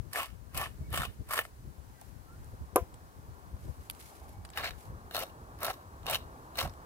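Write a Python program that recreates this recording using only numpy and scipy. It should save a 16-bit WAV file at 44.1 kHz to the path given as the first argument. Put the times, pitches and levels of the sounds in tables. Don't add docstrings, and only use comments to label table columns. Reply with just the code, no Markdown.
import sys
import numpy as np
from scipy import signal
from scipy.fft import rfft, irfft, next_fast_len
from scipy.io import wavfile
from scipy.ndimage import map_coordinates

SR = 44100
rng = np.random.default_rng(int(sys.argv[2]) if len(sys.argv) > 2 else 0)


def gain_from_decibels(decibels):
    exponent = np.asarray(decibels, float) / 20
    return 10 ** exponent


def int16_out(signal):
    q = np.round(np.clip(np.atleast_2d(signal).T, -1, 1) * 32767)
    wavfile.write(sys.argv[1], SR, q.astype(np.int16))


N = 302085
CLOCK = np.arange(0, N / SR + .002, .001)

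SALT_IN_HAND, PEPPER_IN_HAND = (.05, 1.52), (4.47, 6.8)  # (first [s], last [s])
# (burrs bite [s], hold [s], effort [dB], sag of pressure over the hold [dB])
SALT_TWISTS = [
    (0.162, 0.084, -42, 4.5),
    (0.567, 0.098, -41.5, 10),
    (0.937, 0.12, -43, 5.5),
    (1.314, 0.1, -43, 3),
]
PEPPER_TWISTS = [
    (4.575, 0.07, -42.5, 20),
    (4.641, 0.046, -49.5, 6.5),
    (5.147, 0.086, -40.5, 4.5),
    (5.622, 0.093, -47.5, -5),
    (6.084, 0.067, -48.5, -6.5),
    (6.587, 0.075, -38, 14.5),
]
# (deep [dB over effort], middle [dB], upper body [dB])
SALT_GRIPS = [(0.2, 1.6, 1.5), (2.5, -1, 0.5), (-1, -1.5, 3), (1.5, 0.48, 1)]
PEPPER_GRIPS = [(-1.5, 5.5, 1.5), (3, 17, 10.5), (-3, 0, -1.5), (8.5, 3, -1.5), (9, 2, 4),
                (-2.5, 0.5, -2.5)]
SALT_SAG = (0.78, 0.67, 0.83, 1)
PEPPER_SAG = (0.11, 0.81, 0.83, 0.9)
# (deep [s], middle [s], upper body [s], grit [s])
SWELL_S = (0.0037, 0.001, 0.0052, 0.0016)
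# (deep [dB], middle [dB], upper body [dB], grit [dB])
SETTLE_DB = (-16, -11.5, -11, -7)
SALT_WIND_UP, PEPPER_WIND_UP = 620, 650
LET_GO_DB_PER_S, SETTLE_DB_PER_S = 780, 262

# (time [s], grit peak [dB], deep, middle, upper body
# [dB above grit])
SALT_CRACKS = [(0.1135, -56, 2.0, 4, -11), (0.1287, -41, -6, -8, -7), (0.1323, -27.5, -17, -5, -8),
               (0.141, -49, 4, 8, -3), (0.1489, -49.5, 17, 13, 0), (0.1578, -30.0, -5.0, 6, -5),
               (0.1654, -36, 8, -3, -2), (0.1735, -35, 5, 2, -3), (0.1863, -45, 9, 9, 0),
               (0.1916, -38, 8, 2, -6), (0.203, -47, 4.0, 2, -2), (0.212, -47, 4, 3, -5),
               (0.2186, -39.5, 2, 4, 0), (0.2307, -34.5, -13, 3, -3), (0.2575, -40, -11, -7, 3),
               (0.5453, -39, 0, -3, -1), (0.552, -44.0, 6, -6, 7), (0.5752, -20.5, -15, -21, -19),
               (0.585, -44, -7, -3, 7), (0.5955, -40.5, 10, 5, 10), (0.6032, -45, 9, 5, 11),
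               (0.608, -51, 12.0, 1, 5), (0.637, -45, 4, 1, 9), (0.658, -55, 4, 23, -3),
               (0.303, -62, 8, 1, 5),
               (0.904, -44, -18, -17, -10), (0.9278, -33, 5, -15, -9), (0.9387, -32.5, 6, -2, -10),
                    (0.9442, -37, 3, -4, 2), (0.955, -32, -9, -1, -3), (0.9607, -32, -12, 1, 0),
                    (0.9749, -25, -2, -2, 10), (0.9865, -44, -13, -4, 1), (0.9992, -37, 1, 0, -3),
                    (1.0075, -38, 3, 4, -1), (1.0106, -45, -4, 0, -1), (1.0188, -34, 4, 3, 4),
                    (1.0333, -39, 11, 11.5, 1), (1.051, -42, 12, 5, 7), (1.289, -42, -3, -12, -8),
                    (1.2958, -50, 0, 0, 0), (1.3085, -33.5, 2, -4, -2), (1.3252, -32.0, -12, -6, -7),
                    (1.3348, -24, -2, -2, 0), (1.3407, -34, 7.5, 5, 2), (1.3577, -33, 0, -2, -2),
                    (1.369, -34, 4, -2, 4), (1.377, -32, 7, 5, 12.5), (1.3897, -27.5, 6, 8.5, 11),
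                    (1.4515, -46, 6, 11, -4)]
PEPPER_CRACKS = [(4.561, -59, 4, 3, 2), (4.5742, -30.5, 4, 10, 7), (4.5975, -52, 7.0, 3, 7),
                 (4.6135, -54, 4.0, 7, 4), (4.636, -49, 19, 7, 10), (4.6425, -47, 19.5, 20, 9),
                 (4.658, -45, 7, 23, 6), (4.665, -44, 13, 4, 5), (4.675, -45, 6, 12, 11),
                 (4.686, -49, -3, 1, 9), (4.6922, -45, 1, 2, 13), (4.7076, -50, 6.0, 20, 19),
                 (5.1105, -40.5, -3, 2, 8.5), (5.1394, -44, -2.0, -7, 10), (5.147, -27.5, 1, -8, 6),
                 (5.155, -36, 11, 4, 19.5), (5.1659, -26.5, -0.5, -3, 10), (5.178, -39, 14, 0, 3),
                 (5.191, -27, 2.5, -7, 1), (5.2017, -33, 2, -6, -2), (5.2114, -46, -4, -5, -7),
                 (5.2196, -48, -8, -11, -9), (5.2239, -49, -9, -7, -8), (5.2337, -34, 3.0, -9, -11),
                 (5.605, -40, -10, -10, -10), (5.6177, -44, 6, -11, -12), (5.6315, -22, -15, -16, -18),
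                 (5.6464, -22.5, -5, -5, 0), (5.652, -27, -9, -8, 2), (5.665, -29, -1, -8, 2),
                 (5.681, -40, 16, 10, 2), (5.6916, -44, 15, 3, 4), (5.7007, -44.5, 3, -4, 17.5),
                 (5.7086, -55, 8, -1, 1),
                 (6.031, -52, 5, -7, 8), (6.0582, -45.5, 12.5, 7, 2), (6.066, -29.5, -4, -10, 8),
                      (6.076, -47, 16, 4, 9), (6.0863, -50, 11, 3, 20), (6.0981, -23, -17, -13, -5),
                      (6.1096, -21, -6, -15, -12), (6.1184, -45, 14, 0, 6), (6.1293, -26.5, -8, -3, -4),
                      (6.133, -37, -4, -5, 3), (6.1381, -31, -7, 1, 7), (6.1462, -24, -12, 1, 10.5),
                      (6.1552, -25.5, -11, 0, 10.5), (6.161, -39, -2, 2, 16.5), (6.5555, -43, 1.0, -2, 11),
                      (6.5726, -30, -4, -10, -11), (6.5823, -38, -2, 0, 2), (6.5874, -29, -7, -5, 16.5),
                      (6.6, -29, -6, -8, 6), (6.6074, -32, -2, -2, 15), (6.6127, -32.5, 9.5, -5, 7),
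                      (6.627, -35, 5, 3, 6), (6.632, -41, -5, 1, 1), (6.6373, -45, 17, -3, 2),
                      (6.6512, -55, 23, 1, 1), (6.657, -59, 20, 3, 4), (6.675, -52, 14, 14, 11)]
MORE_CRACKS = [(0.565, -54, 5, 3, 1), (0.614, -36, 8.5, 3, 5), (5.5885, -48, -3, -10, 5),
               (5.711, -49, 9.5, 4, -3), (5.74, -50, 2, -2, 9)]
# (deep [dB], middle [dB], upper body [dB], grit [dB])
SPLIT_DB = (-6, -3.5, -13, -3.5)
SNAP_DB = 12.5
SPLIT_LEAN = 3
# (frequency [Hz], width [Hz], level [dB])
SALT_BODY = [
    [(653, 260, 0), (702, 92, -5.5), (1118, 105, 3.5)],
    [(1330, 170, 0.5), (1780, 97, 1), (2190, 140, -1)],
    [(2545, 79, -2), (2930, 270, 2.5), (3640, 250, -5)],
    [(4760, 1100, -6.5), (8500, 1300, -3), (11070, 1100, -2), (12400, 1300, -3), (14800, 950, -4)],
]
PEPPER_BODY = [
    [(562, 130, -3), (697, 127, 1.5), (1094, 110, -3), (1325, 81, -4.5)],
    [(1682, 240, -1.5), (2200, 410, -4.5)],
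    [(2836, 330, 3.5), (3780, 130, 0), (4240, 160, -1), (5000, 470, -9)],
    [(5700, 1100, -5.5), (8300, 430, -9), (10600, 480, -8), (13600, 1400, -7), (12340, 1300, -3.5), (15300, 920, -11)],
]
# (time [s], upper-body lean [dB/octave], grit lean [dB/octave])
LEAN = [(.11, -5, -2.5), (.6, -11, -0.5), (1.0, 8, -1), (1.4, 6, -1), (4.62, 0.5, 10), (5.19, 2.5, 0),
        (5.66, 5, 3.5), (6.11, -5.5, 0.5), (6.6, 9, -1.5)]

# (time [s], peak [dB])
SET_DOWN = [
    (2.759, -9.5),
]
# (frequency [Hz], level [dB], t60 [s])
TABLE = [(351, -7, 0.11), (376.4, -9.5, 0.18), (411, 6.5, 0.061), (505.5, 1, 0.11), (551, -1, 0.09),
         (632, 15, 0.022), (700, -2.5, 0.12), (750, 8.5, 0.037), (820, 18, 0.0096), (997, -0.5, 0.083),
         (1203, 4.5, 0.052), (1052, -5.5, 0.093), (1370, -8, 0.076), (1566, -10, 0.07)]
# (frequency [Hz], level [dB], t60 [s])
CAP = [(6550, -24, 0.0092), (9370, -14, 0.032), (11100, 6, 0.0063), (11280, -9, 0.025), (12900, -13, 0.045),
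       (14400, -14, .015)]

# (time [s], peak [dB], dull part [dB over peak], t60 [s], ring [Hz])
TICKS = [(2.0133, -32.5, -25, 0.0053, 8700), (2.015, -36, -32, 0.029, 750), (2.444, -46, -18, 0.016, 8950),
         (2.9413, -43, -4.5, 0.019, 8500), (3.899, -21.5, -4, 0.012, 11600),
         (3.909, -32, -11, 0.018, 10600), (3.949, -45, -3, 0.015, 9500), (4.0063, -48, 3, 0.02, 10500),
         (4.012, -44, -3, .015, 3780), (4.282, -52, -16, .01, 9000), (4.292, -41.5, -13, 0.014, 11500),
         (4.45, -39.5, 0.5, 0.03, 8500), (4.49, -46, 0, 0.013, 5000), (4.502, -40, -4, 0.015, 7700),
         (4.534, -53, 5, 0.075, 3830), (6.695, -42, -7, 0.023, 5300), (6.7375, -46, -2, .011, 8000)]
# (time [s], hold [s], level [dB], sag [dB])
FINGERS = [(2.018, 0.0071, -71.5, -8), (3.63, 0.12, -67.5, 2), (3.8, .36, -70.5, -7),
           (3.998, 0.04, -62.5, -2), (4.058, 0.05, -59.5, 0), (4.203, 0.1, -70, -1.5),
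           (4.792, .03, -66, 0.5)]
# (frequency [Hz], density [dB/Hz])
SKIN = [(1060, -24), (1800, -12), (2160, -7), (3030, -10), (6180, -10), (12400, -8), (16000, -19)]
TOUCH_DB_PER_S, LIFT_DB_PER_S = 300, 140

# (time [s], hold [s], level [dB], sag [dB])
ROLLING = [(4.116, 0.063, -56.5, 12), (4.22, .02, -55, 11), (4.235, 0.293, -59.5, 1), (6.356, 0.01, -54, 2)]
# (frequency [Hz], width [Hz], level [dB])
CHAMBER = [(664, 140, 1), (780, 100, 11.5), (990, 130, -35), (2250, 130, -8.5)]
TUMBLE_DB_PER_S = 900

# (time [s], peak [dB], half length [s], left over right [dB])
GUSTS = [(-0.002, -35, 0.0065, 18), (0.052, -37.5, 0.055, 11), (0.343, -38.5, 0.054, 0),
         (0.477, -45.5, 0.05, 3), (0.58, -38, 0.063, 6), (0.69, -43, 0.043, 25), (0.817, -35.5, 0.044, 4),
         (0.967, -31, 0.081, -1.5), (1.092, -37.5, 0.028, -7), (1.211, -36.5, 0.017, 2),
         (1.677, -43, 0.071, 18), (1.847, -43, 0.092, -4.5), (2.135, -40, 0.075, 14),
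         (2.39, -45.5, 0.11, 2), (2.54, -37, 0.014, 3), (2.628, -37.5, 0.034, 5), (2.737, -36, 0.0078, 11),
         (2.825, -31, 0.0092, 11), (3.185, -43, 0.02, -1), (3.294, -44, 0.069, 3), (3.547, -37.5, 0.019, 1),
         (3.672, -36, 0.057, 8), (3.8, -40, 0.024, 2), (4.388, -49, 0.055, 3), (4.705, -49, 0.12, 17),
         (4.908, -38, 0.055, 3.5), (5.705, -40.5, 0.027, 0), (6.114, -45.5, 0.18, 2),
         (6.242, -45, 0.036, 0), (6.661, -34.5, 0.039, -3)]
# (time [s], hold [s], level change [dB])
LEE = [(0.068, 0.045, -39), (0.19, 0.3, -39), (1.721, .015, -24), (1.813, 0.052, -25), (1.953, 0.1, -34),
       (2.123, .13, -33), (2.692, 0.022, -30), (3.12, 0.032, -16), (3.341, 0.1, -27), (3.963, 0.041, -21),
       (4.085, 0.082, -38), (4.703, 0.12, -33)]
# (time [s], share 0-1)
SHARED = [(0, 0), (1.5, 0.39), (3, 0.27), (4.4, 0.36), (5.4, 0.96), (6.85, 0.91)]
# (frequency [Hz], density [dB/Hz])
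BUFFET = [(18, -27), (30, -11), (49, -4.5), (69, 0), (182, -14), (316, -24.5), (500, -29.5), (650, -34),
          (1100, -120)]
BREEZE_DB, VEER_DB_PER_S = -52, 700
# (level [dB], frequency [Hz], zero crossing [s], fade [s])
FIRST_SWING = (-22.5, 72, .0023, .0105)

# (start [s], length [s], first pitch [Hz], last pitch [Hz], level [dB])
CHIRPS = [(0.482, .06, 1600, 1600, -74), (0.804, 0.078, 2300, 2200, -74), (0.829, 0.056, 2190, 2280, -66),
          (1.925, 0.1, 2090, 1760, -73), (1.974, 0.035, 1610, 1545, -68), (2.04, 0.14, 1800, 1780, -80),
          (2.262, 0.11, 1315, 1446, -64), (2.31, 0.12, 1840, 1820, -79), (4.309, 0.136, 2230, 2270, -77)]
# (time [s], level [dB])
TRAFFIC = [(0, -67), (1.6, -67), (2.8, -61), (3.2, -62.5), (4, -60.5), (6.85, -55)]
# (frequency [Hz], density [dB/Hz])
ROAD = [(110, -21), (260, -6.5), (500, -8.5), (1120, -6), (1300, -11), (1800, -17), (1980, -31),
        (3500, -38.5), (4550, -33), (7700, -120)]
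# (frequency [Hz], density [dB/Hz])
DRONE = [(120, -35), (270, -3), (450, -3), (800, -45)]
# (frequency [Hz], density [dB/Hz])
HISS = [(150, -35), (880, -8.5), (1500, -0.5), (2600, -7), (3570, -9), (4030, -7.5), (15200, -8.5),
        (16300, -11)]
HISS_DB = -69.5
TOP_HZ = 15850


def mill(in_hand, levels_db, cracks, body, per_s, spread_db, t60, crack_db, knock_db, lead_s, grit_lead_s):
    hits = np.zeros((4, N))
    for s, db, deep_db, middle_db, upper_db in cracks:
        parts_db = [deep_db + knock_db, middle_db + knock_db, upper_db + knock_db, crack_db]
        hits[:, round(s * SR)] = gain_from_decibels(db + np.add(SPLIT_DB, parts_db))
    turning = slice(round(in_hand[0] * SR), round(in_hand[1] * SR))
    hits = hits[:, turning]
    n = hits.shape[1]
    crumbling = [dying(hit, share * t60) for hit, share in zip(hits, (0.63, 0.29, 0.6, 0.88))]
    felt_by_all = grains(per_s, spread_db, size=n)
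    leans = [0, 0, *curves(LEAN + [(N / SR, *LEAN[-1][1:])], rest=0)[:, turning]]
    alikes = (0.89, 0.53, 0.47, 0.27)

    direct = np.zeros((4, N))
    scattered = np.zeros((2, N))
    for i, modes in enumerate(body):
        level_db = levels_db[i, turning]
        centre_hz = np.mean([row[0] for row in modes])
        for hz, width_hz, db in modes:
            crush = dying(.8 * felt_by_all + grains(per_s, spread_db, size=n), t60)
            crush = unit(crush + .22)
            gain = gain_from_decibels(db + leans[i] * np.log2(hz / centre_hz))
            grip = gain_from_decibels(2.3 * wobble(25, size=n))
            sharp = 1.0
            if modes is body[-1]:
                sharp = gain_from_decibels(SPLIT_LEAN * np.log2(min(hz / 11000, (12500 / hz) ** 2)))
            push = gain * grip * (gain_from_decibels(level_db - 5.5) * crush + sharp * crumbling[i])
            snap = gain * sharp * gain_from_decibels(SNAP_DB) * hits[i] * rng.choice([-1, 1])
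            common, own = twin_noise(alikes[i], size=n)
            direct[i, turning] += mode(push * common + snap, hz, width_hz)
            scattered[:, turning] += mode(push * own, hz, width_hz)
    wood = ports(direct[:3].sum(axis=0), lead_s, pan_db=1.0)
    grit = ports(direct[3], grit_lead_s, pan_db=2.5)
    return wood + grit + scattered


def twisting(twists, grips, sags, wind_up):
    levels_db = []
    for part, share in enumerate(sags):
        strokes = []
        for (s, hold_s, db, sag_db), grip in zip(twists, grips):
            start, held = s + SWELL_S[part], hold_s - SWELL_S[part]
            part_db = db + (*grip, 0)[part]
            part_sag_db = share * sag_db
            strokes.append(stroke(start, held, part_db, part_sag_db, wind_up, LET_GO_DB_PER_S))
            rest_db = part_db - part_sag_db + SETTLE_DB[part]
            strokes.append(stroke(start + held, 0.012, rest_db, 0, LET_GO_DB_PER_S, SETTLE_DB_PER_S))
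        levels_db.append(loudest(strokes))
    return np.array(levels_db)


def set_down():
    (s, db), = SET_DOWN
    out, at = np.zeros((2, N)), round(s * SR)
    out[:, at:at + SR // 4] = gain_from_decibels(db - 10.5) * ringing(TABLE, attack_s=0.0025)
    out[:, at + 30:at + 30 + SR // 4] += gain_from_decibels(db - 6.5) * ringing(CAP, attack_s=0.00046)
    blow = np.zeros(N)
    blow[at + 20] = 1
    crack = gain_from_decibels(db - 9.0) * dying(blow, 0.011) + gain_from_decibels(db - 30.0) * dying(blow, 0.21)
    common, own = twin_noise(0.62)
    out += coloured(crack * (common + own), [(250, -38), (500, -1), (1300, -13), (2000, 7), (3100, 2),
                                             (4100, -11.0), (5300, -2), (9000, -6.5), (16000, 4)])
    shift_s = 5e-5 * np.array([[-1], [1]])

    def path(hz):
        low_cut = hz ** 4 / (hz ** 4 + 170.0 ** 4)
        return np.exp(2j * np.pi * hz * shift_s) * low_cut

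    return filtered(out, path) * gain_from_decibels([[.8], [-.8]])


def handling():
    t = np.arange(2048) / SR
    high, low = np.zeros((2, N))
    ring = np.zeros((2, N))
    for s, db, dull_db, t60, hz in TICKS:
        fall = gain_from_decibels(db - 4.5 - 60 * t / max(t60, .003))
        at = round(s * SR)
        span = slice(at, at + 2048)
        high[span] += fall * (hz / 10000) ** 2
        low[span] += gain_from_decibels(dull_db) * fall
        common, own = twin_noise(0.22, size=2048)
        ring[:, span] += gain_from_decibels(-3.5) * mode(fall * (common + own), hz, 0.13 * hz)
    common, own = twin_noise(0.068)
    bright = gain_from_decibels(-9.0) * coloured(high * (common + own), [(4000, -16), (6000, -25.0), (8500, 3.0),
                                                          (11000, 4.0), (16000, 2.0)])
    common, own = twin_noise(0.015)
    dull = coloured(low * (common + own), [(500, -38), (800, -4.0), (3000, -5.5), (5000, -7.5), (7000, -42)])

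    stutter = unit(dying(grains(per_s=120, spread_db=-1), t60=0.055) + 1)
    slide_db = loudest([stroke(*row, TOUCH_DB_PER_S, LIFT_DB_PER_S) for row in FINGERS])
    skin = coloured(rng.standard_normal((2, N)), SKIN)
    slide = gain_from_decibels(slide_db + 3.5 + wobble(54)) * stutter * skin
    return ring + bright + dull + slide


def rolling():
    level_db = loudest([stroke(*row, TUMBLE_DB_PER_S, TUMBLE_DB_PER_S) for row in ROLLING])
    taps = gain_from_decibels(level_db - 10.0) * unit(dying(grains(per_s=450, spread_db=5.5), t60=0.035) + 0.65)
    common, own = twin_noise(0.99)
    out = np.zeros((2, N))
    for hz, width_hz, db in CHAMBER:
        knock = mode(taps * (common + own), hz, 3 * width_hz)
        out += gain_from_decibels(db) * mode(knock, hz, width_hz) * np.sqrt(width_hz / SR * 9)
    return out


def wind():
    power = gain_from_decibels(2 * BREEZE_DB)
    for s, db, half_s, pan_db in GUSTS:
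        share = 1 / (1 + gain_from_decibels([[-2 * pan_db], [2 * pan_db]]))
        power = power + gain_from_decibels(2 * db) * share * np.exp(-2 * ((CLOCK - s) / half_s) ** 2)
    left_db, right_db = (loudest([10 * np.log10(port)]) for port in power)
    lee_db = loudest([stroke(s, hold_s, -db, 0, VEER_DB_PER_S, VEER_DB_PER_S) for s, hold_s, db in LEE])
    common, own = twin_noise(curves(SHARED)[0])
    port_lumps_db = np.array([2.4 * wobble(28), 3.8 * np.tanh(2 * wobble(24))])
    lumps = gain_from_decibels(1.6 * wobble(35) + port_lumps_db)
    lumps = lumps / np.sqrt(np.mean(lumps ** 2, 1, keepdims=True))
    reach = gain_from_decibels([left_db, right_db - np.maximum(lee_db, 0)])
    return coloured(reach * lumps * (common + own), BUFFET)


def first_swing():
    db, hz, zero_s, fade_s = FIRST_SWING
    t = np.arange(N) / SR
    swing = np.sin(2 * np.pi * hz * (t - zero_s)) * np.exp(-(t / fade_s) ** 4)
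    return gain_from_decibels(db - np.array([[0], [25]])) * swing


def birds():
    out = np.zeros(N)
    for s, length, first_hz, last_hz, db in CHIRPS:
        n = round(length * SR)
        pitch = np.linspace(first_hz, last_hz, n) + 22 * wobble(60, size=n)
        level = gain_from_decibels(db + 1.5 + 1.3 * wobble(55, size=n)) * np.hanning(n) ** 0.32
        out[round(s * SR):][:n] += level * np.sin(2 * np.pi * np.cumsum(pitch) / SR)
    return ports(out, lead_s=-0.000059, pan_db=-2)


def traffic():
    common, own = twin_noise(0.87)
    road = coloured(ports(common, lead_s=-0.00031, pan_db=0.5) + own, ROAD)
    return gain_from_decibels(curves(TRAFFIC)[0] + 3.0 + wobble(19) + wobble(5)) * road


def town_drone():
    return gain_from_decibels(-50.5 + wobble(5)) * coloured(rng.standard_normal((2, N)), DRONE) / 10


def microphone_hiss():
    hiss = coloured(rng.standard_normal((2, N)), HISS) * gain_from_decibels([[1], [-1]])
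    return gain_from_decibels(HISS_DB + 5 + 0.5 * wobble(4.07)) * hiss


def grains(per_s, spread_db, size=N):
    moment, luck = rng.random((2, size))
    return (moment < per_s / SR) * gain_from_decibels(-spread_db * np.log(luck + 1e-9))


def dying(train, t60):
    return signal.lfilter([1], [1, -gain_from_decibels(-60 / (t60 * SR))], train)


def mode(x, hz, width_hz):
    b, a = signal.iirpeak(hz, hz / width_hz, SR)
    return signal.lfilter(b, a, x) * np.sqrt(SR / (np.pi * width_hz))


def ringing(modes, attack_s):
    t = np.arange(SR // 4) / SR
    tones = []
    for hz, db, t60 in modes:
        drift = .04 * np.cumsum(rng.standard_normal(len(t)))
        tones.append(-gain_from_decibels(db - 60 * t / t60) * np.sin(2 * np.pi * hz * t + drift))
    strengths = gain_from_decibels(rng.normal(size=(2, len(modes))))
    return strengths @ np.array(tones) * (1 - np.exp(-t / attack_s))


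def stroke(s, hold_s, db, sag_db, rise, fall):
    t = CLOCK - s
    sag = sag_db * np.clip(t / hold_s, 0, 1)
    return db - sag + rise * np.minimum(t, 0) - fall * np.maximum(t - hold_s, 0)


def loudest(levels_db):
    return np.interp(np.arange(N) / SR, CLOCK, np.max(levels_db, axis=0))


def curves(rows, rest=-120):
    s, *columns = np.transpose(rows)
    out = np.full((len(columns), N), float(rest))
    span = np.arange(round(s[0] * SR), min(round(s[-1] * SR) + 1, N))
    out[:, span] = [np.interp(span / SR, s, column) for column in columns]
    return out


def wobble(rate, size=N):
    knots = rng.standard_normal(int(size * rate / SR) + 4)
    return map_coordinates(knots, [np.arange(size) * rate / SR], order=2)


def twin_noise(alike, size=N):
    alike = np.clip(alike, 0, 1)
    common = np.sqrt(alike) * rng.standard_normal(size)
    own = np.sqrt(1 - alike) * rng.standard_normal((2, size))
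    return common, own


def ports(x, lead_s, pan_db):
    half = np.array([[.5], [-.5]])
    return filtered(x, lambda hz: np.exp(2j * np.pi * hz * lead_s * half)) * gain_from_decibels(pan_db * half)


def coloured(x, spectrum):
    f, v = np.transpose(spectrum)
    return filtered(x, lambda hz: unit(gain_from_decibels(np.interp(np.log(hz + 1), np.log(f + 1), v))))


def filtered(x, response):
    m = next_fast_len(N + 8192)
    return irfft(rfft(x, m) * response(np.fft.rfftfreq(m, 1 / SR)), m)[..., :N]


def unit(x):
    return x / np.sqrt(np.mean(x ** 2) + 1e-20)


def scene():
    salt = mill(SALT_IN_HAND, twisting(SALT_TWISTS, SALT_GRIPS, SALT_SAG, SALT_WIND_UP),
                SALT_CRACKS + MORE_CRACKS, SALT_BODY,
                per_s=440, spread_db=0.0, t60=0.033, crack_db=-7.5, knock_db=-5.5,
                lead_s=0.00014, grit_lead_s=.000085)
    pepper = mill(PEPPER_IN_HAND, twisting(PEPPER_TWISTS, PEPPER_GRIPS, PEPPER_SAG, PEPPER_WIND_UP),
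                  PEPPER_CRACKS + MORE_CRACKS, PEPPER_BODY,
                  per_s=390, spread_db=3.0, t60=0.026, crack_db=-5.5, knock_db=-5.0,
                  lead_s=0.00012, grit_lead_s=.000068)
    table = salt + pepper + set_down() + handling() + rolling()
    air = wind() + first_swing()
    distance = birds() + traffic() + town_drone()
    return table + air + distance + microphone_hiss()


def top_cut(x):
    return signal.sosfilt(signal.butter(12, 16810, fs=SR, output="sos"), x)


def record(dry):
    mix = filtered(dry, lambda hz: 1 / (1 + (hz / TOP_HZ) ** 150))
    return top_cut(mix)


dry = scene()
out = record(dry)
int16_out(out)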